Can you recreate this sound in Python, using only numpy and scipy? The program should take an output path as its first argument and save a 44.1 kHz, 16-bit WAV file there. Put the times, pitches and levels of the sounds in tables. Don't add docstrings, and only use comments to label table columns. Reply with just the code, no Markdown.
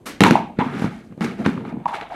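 import sys
import numpy as np
from scipy import signal
from scipy.io import wavfile

SR = 44100
rng = np.random.default_rng(int(sys.argv[2]) if len(sys.argv) > 2 else 0)


def master_out(mix):
    frames = np.transpose(np.atleast_2d(mix))
    ceiling = np.clip(frames, -1, 1)
    pcm = np.round(ceiling * 32767).astype(np.int16)
    wavfile.write(sys.argv[1], SR, pcm)


def makeup_ratio(level_db):
    decades = np.asarray(level_db, float) / 20
    return 10 ** decades


N = 94815
WALLS, BENCH, HOLLOW, CONTACT = range(4)

# (t/s, relative wall rattle/dB, bench rumble/dB,
# hollow buzz/dB, contact scrape/dB, pitch of the rumble f/Hz, pitch of the hollow f/Hz)
DRAG_MOVES = [
    [(0.214, -7.5, 1, -24, -28, 239, 852), (0.228, -30, -18, -17, -30, 229, 795)],
    [(0.243, -13, -11, -13, -37, 250, 935), (0.273, -21, -17.5, -11.5, -27, 247, 940),
     (0.297, -25.5, -15, -22, -38.5, 239, 913)],
    [(0.317, -25.5, -7, -18, -35, 223, 916), (0.344, -29, -19, -29.5, -43, 229, 860)],
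    [(0.363, -28, -47, -15, -45, 204, 825), (0.387, -37.5, -27, -21.5, -49, 222, 810),
     (0.417, -38.5, -34, -29.5, -56, 242, 870), (0.497, -58, -41, -38, -69, 219, 820),
     (0.549, -78, -67, -47.5, -79, 214, 805), (0.57, -51, -40, -66, -74.5, 233, 841)],
    [(0.589, -27, -45, -30, -50, 222, 914), (0.612, -25, -18.5, -15, -51, 246, 987),
     (0.635, -34, -29, -24, -52, 243, 975), (0.658, -36, -28, -27, -53, 227, 916),
     (0.708, -39, -30, -38, -57, 202, 790), (0.74, -34.5, -27.5, -38.5, -53, 245, 786),
     (0.802, -34.5, -28.5, -42, -47.5, 219, 813), (0.846, -31.5, -21.5, -31.5, -43.5, 193, 850),
     (0.9, -42.5, -27, -49, -56.5, 140, 800)],
    [(0.92, -42.5, -42, -41.5, -55, 190, 790), (1.008, -51.5, -42.5, -52.5, -60.5, 218, 760),
     (1.022, -54, -68, -59.5, -69.5, 213, 750), (1.042, -58, -41.5, -50.5, -63.5, 210, 740),
     (1.074, -65, -50, -73, -66, 207, 740), (1.13, -57.5, -34, -83.5, -82, 182, 785),
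     (1.156, -73, -66, -73, -93, 179, 740), (1.165, -72, -49, -71, -82, 174.5, 730)],
    [(1.18, -55, -36, -50, -86, 216, 778), (1.195, -56.5, -34, -54, -65, 218, 781)],
    [(1.213, -27.5, -16.5, -31, -40.5, 181, 841), (1.239, -32.5, -26.5, -31, -43, 210, 835),
     (1.245, -28.5, -17.5, -48, -35, 224, 836), (1.259, -31, -22.5, -40, -44.5, 218, 837),
     (1.371, -49, -36, -47, -61.5, 185, 762), (1.405, -38.5, -18.5, -32.5, -52, 174, 736),
     (1.439, -45, -34, -42, -56, 204, 728), (1.453, -26, -29, -35, -50, 219, 736)],
    [(1.47, -28, -19, -35, -43, 192, 846), (1.554, -44, -31, -42.5, -58, 197, 905),
     (1.572, -43.5, -25.5, -53, -59, 194, 957), (1.638, -51, -32.5, -42, -66, 211, 820),
     (1.654, -42.5, -25.5, -48, -65, 198, 870), (1.7, -43.5, -35, -39, -57.5, 200, 830),
     (1.768, -58.5, -24, -47, -93, 176, 836), (1.84, -54, -45, -49, -82, 187, 865)],
    [(1.874, -45, -53, -67, -63, 239, 886), (1.882, -33, -69, -23, -47.5, 236, 920),
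     (1.908, -41, -44, -29.5, -55, 232, 905), (1.928, -44, -58.5, -22.5, -53, 250, 870),
     (1.944, -26, -35, -34, -44.5, 349, 841), (1.965, -32.5, -41, -25, -48, 330, 780),
     (1.988, -38.5, -75, -32, -55, 290, 818), (2.0, -40.5, -66, -29, -55, 310, 862)],
    [(2.02, -35, -22, -34, -60, 287, 856), (2.028, -34, -78, -34, -56, 291, 848),
     (2.048, -48, -59, -37, -61, 242, 848), (2.072, -41.5, -70, -43, -72, 209, 804),
     (2.092, -55, -76, -45, -61, 241, 804)],
    [(2.097, -45, -46, -37, -65, 282, 800), (2.122, -42, -55, -27.5, -57, 291, 760),
     (2.15, -37, -37.5, -40, -55, 258, 750)],
]
# (f/Hz, level/dB, t60/s)
ROOM_ECHO = [(88.5, -23, 1), (250, -8, 0.45), (800, -28, 0.28), (2600, -6.5, 0.41), (5900, -12, 0.29),
             (14000, -32, 0.17)]
ROOM_BUILD_S = 0.0084


def rms_one(x):
    return x / np.sqrt(np.mean(x ** 2) + 1e-20)


def at_hz(points, hz, axis=1):
    points = np.array(points)
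    return np.interp(np.log(hz), np.log(points[:, 0]), points[:, axis])


def bands(size):
    white = rng.standard_normal((2, size))
    edges_hz = 25 * 2 ** np.arange(0, 9.4, .5)
    out = []
    for k, (lo, hi) in enumerate(zip(edges_hz, edges_hz[1:])):
        band_pass = signal.butter(2, [lo, hi], "band", fs=SR, output="sos")
        out.append((np.sqrt(lo * hi), signal.sosfilt(band_pass, white[k % 2])))
    return out


def room_tone():
    # (f/Hz, relative level per Hz/dB)
    air_colour = [(15, -28), (25, -2), (340, -2), (1660, -31.5), (4260, -35.5), (5730, -68.5),
                  (6210, -36.5), (9810, -40), (15500, -51)]
    air_db, whine_hz, whine_db = -48.5, 6300, -81.5
    air = rms_one(sum(makeup_ratio(at_hz(air_colour, hz)) * band for hz, band in bands(N)))
    whine = np.sin(2 * np.pi * whine_hz * np.arange(N) / SR)
    return makeup_ratio(air_db) * air + makeup_ratio(whine_db) * whine


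def cut_in_echo():
    # (t/s, level/dB)
    cut_ins = [(0.056, -29.5)]
    # (f/Hz, relative level per Hz/dB)
    echo_colour = [(59, -53.5), (100, -19), (248, 2), (1160, -8.5), (1260, -10), (1490, -1.5),
                   (2370, -12.5), (15500, -19)]
    out, noise = 0, bands(N)
    for start_s, db in cut_ins:
        t = np.maximum(np.arange(N) / SR - start_s, 0)
        tail = 0
        for hz, band in noise:
            fade_db = 60 * t / at_hz(ROOM_ECHO, hz, axis=2)
            tail = tail + makeup_ratio(at_hz(echo_colour, hz) - fade_db) * band
        first = int(start_s * SR)
        tail = tail / np.std(tail[first:first + 2000])
        out = out + makeup_ratio(db) * (1 - np.exp(-t / ROOM_BUILD_S)) * tail
    return out


def ring(clicks, hz, t60):
    r, w = makeup_ratio(-60 / (t60 * SR)), 2 * np.pi * hz / SR
    return signal.lfilter([0, np.sin(w)], [1, -2 * r * np.cos(w), r * r], clicks + 1e-18)


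def grip(body, hz, bench_hz, hollow_hz, wall_hz=None):
    if wall_hz is None:
        wall_hz = hz
    fall_db, pitch_hz = ((3.5, wall_hz), (4.5, bench_hz), (63, hollow_hz), (0, hz))[body]
    return makeup_ratio(-fall_db * np.abs(np.log2(hz / pitch_hz)) ** 1.5)


def soften(x, body):
    # (lowest f/Hz, highest f/Hz)
    pass_hz = [(840, 3300), (135, 680), (531, 1910), (4030, 11400)]
    return signal.sosfilt(signal.butter(2, pass_hz[body], "band", fs=SR, output="sos"), x)


def push(body, hollow_hz, thump_db):
    t = np.arange(600) / SR
    if body == BENCH:
        press_s = 0.0012 * makeup_ratio(-0.19 * thump_db)
        return -np.sin(np.pi * np.minimum(t / press_s, 1)) ** 2 * 2 / (press_s * SR)
    if body == HOLLOW:
        swing_s = 0.0039
        swell = np.sin(np.pi * np.minimum(t / swing_s, 1)) ** 2
        return swell * np.sin(2 * np.pi * hollow_hz * t) * 4 / (swing_s * SR)
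    chatter_s = 0.0024
    return np.exp(-t / chatter_s) * rng.standard_normal(len(t)) / np.sqrt(chatter_s * SR / 2)


def struck(modes, body):
    # (t/s, relative wall clack/dB, bench thump/dB, hollow ring/dB, contact tick/dB,
    # pitch of the thump f/Hz, pitch of the hollow f/Hz, centre of the clack f/Hz)
    knocks = [(0.2062,-3,-2,-11,-17,248,810,3500), (0.2366,2,-9,-2,-15,240,1050,3400),
              (0.248,-9,-7.5,-21,-27,229,890,2000), (0.2665,-12,-14,-12,-34,300,1000,2800),
              (0.3084,-7,-3,-16,-22,300,836,1800), (0.3532, -27, -24, -3.5, -36, 200, 844, 2200),
              (0.5874,-24,-8,-28,-52,270,850,2200), (0.7952,-29,-26,-38,-38.5,283,703,3800),
              (0.82,-29,-14,-26,-44,277,780,1600), (0.8422,-29,-8,-26,-48.5,125,1050,1600),
              (0.8606,-26,-17,-30.5,-55,120,700,2200), (1.1237,-48,-33,-53.5,-69.5,145,796,2000),
              (1.1762,-52,-26,-45,-64,288,729,2000), (1.2080,-23,-17,-29,-40,191,760,2000),
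              (1.2442,-27,-24.5,-39,-37.5,253,840,3000), (1.3910,-37,-22,-36,-58,145,730,2000),
              (1.4612,-13,-7,-22,-33,220,900,2700), (1.5755,-33,-23,-29,-69,183,1040,1300),
              (1.6077,-42,-25,-39,-69,205,930,1300), (1.6504,-36,-29,-32,-64,178,790,1500),
              (1.7240,-41,-26,-34,-68,215,750,1800), (1.7667,-55,-23.5,-39,-77,186,880,1300),
              (1.8002,-48,-29,-40.5,-83,183,764,2000), (1.8561, -30, -28, -14.5, -58, 350, 965, 2300),
              (1.8622, -38, -32, -14, -56, 315, 930, 2300), (2.0116, -21, -32, -38, -51, 347, 920, 2800)]
    knock_db = (1.9, 6.8, 4, 6.5)
    spread_db = 1
    force = np.zeros((len(modes), N + 600))
    hz, mode_db, _ = np.transpose(modes)
    for start_s, *db, bench_hz, hollow_hz, wall_hz in knocks:
        strength_db = db[body] + mode_db + spread_db * rng.standard_normal(len(modes))
        share = makeup_ratio(strength_db) * grip(body, hz, bench_hz, hollow_hz, wall_hz)
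        first = int(start_s * SR)
        force[:, first:first + 600] += np.outer(share, push(body, hollow_hz, db[BENCH]))
    out = sum(ring(f[:N], hz, t60) for f, (hz, _, t60) in zip(force, modes))
    return makeup_ratio(knock_db[body]) * soften(out, body) / np.sqrt(len(modes))


def along(column, before):
    t, out = np.arange(N) / SR, np.full(N, before, float)
    for move in map(np.array, DRAG_MOVES):
        begun = t >= move[0, 0]
        out[begun] = np.interp(t, move[:, 0], move[:, column])[begun]
    return out


def lean(body, hz, bench_hz):
    rattle_hz = (3000, 3020, 2850, 2410, 1620, 2000, 2000, 1960, 1660, 2540, 2510, 2200)
    if body == WALLS:
        starts_s = [move[0][0] for move in DRAG_MOVES]
        move_now = np.maximum(np.searchsorted(starts_s, np.arange(N) / SR) - 1, 0)
        return makeup_ratio(-3 * np.log2(hz / np.take(rattle_hz, move_now)) ** 2)
    if body == BENCH:
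        return makeup_ratio(-7.5 * np.abs(np.log2(hz / bench_hz)))
    return 1


def dragged(modes, body):
    slips_per_s = (6480, 1529, 2840, 9300)
    drag_db = (-1.32, 1, -2.5, -1.67)
    level_db = along(body + 1, before=-83.0)
    bench_hz, hollow_hz = along(5, before=240), along(6, before=300)
    size = makeup_ratio(3 * np.minimum(rng.exponential(1, N), 4))
    slips = size * rng.choice([-1, 1], N) * (rng.random(N) < slips_per_s[body] / SR)
    dealt = rng.integers(0, len(modes), N)

    def ring_modes(x):
        out = 0
        for k, (hz, db, t60) in enumerate(modes):
            weight = lean(body, hz, bench_hz) * grip(body, hz, bench_hz, hollow_hz)
            out = out + makeup_ratio(db) * ring(x * (dealt == k) * weight, hz, t60)
        return out

    moving = ring_modes(slips * makeup_ratio(level_db + drag_db[body]))
    return soften(moving, body) / np.std(ring_modes(slips))


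def room(x):
    t = np.arange(SR // 2) / SR
    echo = 0
    for hz, band in bands(len(t)):
        t60 = at_hz(ROOM_ECHO, hz, axis=2)
        fade = makeup_ratio(at_hz(ROOM_ECHO, hz) - 60 * t / t60)
        echo = echo + fade / np.sqrt(t60 * SR / 14) * band
    build_up = 1 - np.exp(-(t / ROOM_BUILD_S) ** 2)
    return signal.fftconvolve(x, echo * build_up)[:N]


def scene():
    # (f/Hz, relative level/dB, t60/s)
    wall_modes = [(1210, 4, 0.018), (1358, 3, 0.017), (1614, 8, 0.0071), (1890, -2, 0.013),
                  (2182, 3, 0.011), (2403, 1.5, 0.006), (2740, -4, 0.013), (3070, 1, 0.0052),
                  (3570, 1.5, 0.0075), (4000, 2, 0.0086), (4390, -13, 0.022)]
    # (f/Hz, relative level/dB, t60/s)
    bench_modes = [(69.4, -12.5, 0.088), (110, -9, 0.096), (140, -10, 0.15), (185, -6, 0.084),
                   (210, -2, 0.027), (244, 1.5, 0.045), (305, -23, 0.16), (370.7, -0.5, 0.035),
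                   (456.6, -0.5, 0.038)]
    # (f/Hz, relative level/dB, t60/s)
    hollow_modes = [(592, 7, 0.099), (653, 1, 0.14), (700, 7.5, 0.041), (781, 2.5, 0.038), (839, 4, 0.047),
                    (916, -0.5, 0.068), (964, 9, 0.022), (1047, -3.5, 0.029), (1090, -5, 0.061)]
    # (f/Hz, relative level/dB, t60/s)
    contact_modes = [(4430, 14, 0.0017), (5830, 7.5, 0.0018), (6980, 2.5, 0.0024), (8200, 5.5, 0.0012),
                     (10020, 4.5, 0.0014), (11200, -3, 0.0027), (12800, -4.5, 0.0053),
                     (14300, -0.5, 0.0034)]
    parts = 0
    for body, modes in enumerate((wall_modes, bench_modes, hollow_modes, contact_modes)):
        parts = parts + struck(modes, body) + dragged(modes, body)
    return (parts + room(parts) + cut_in_echo() + room_tone())[None]


def top_cut(x):
    return signal.sosfilt(signal.butter(12, 16070, fs=SR, output="sos"), x)


def record(dry):
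    bend = 1.5
    overloaded = np.clip(bend * np.tanh(dry / bend), -1, 1)
    return top_cut(overloaded)


dry = scene()
out = record(dry)
master_out(out)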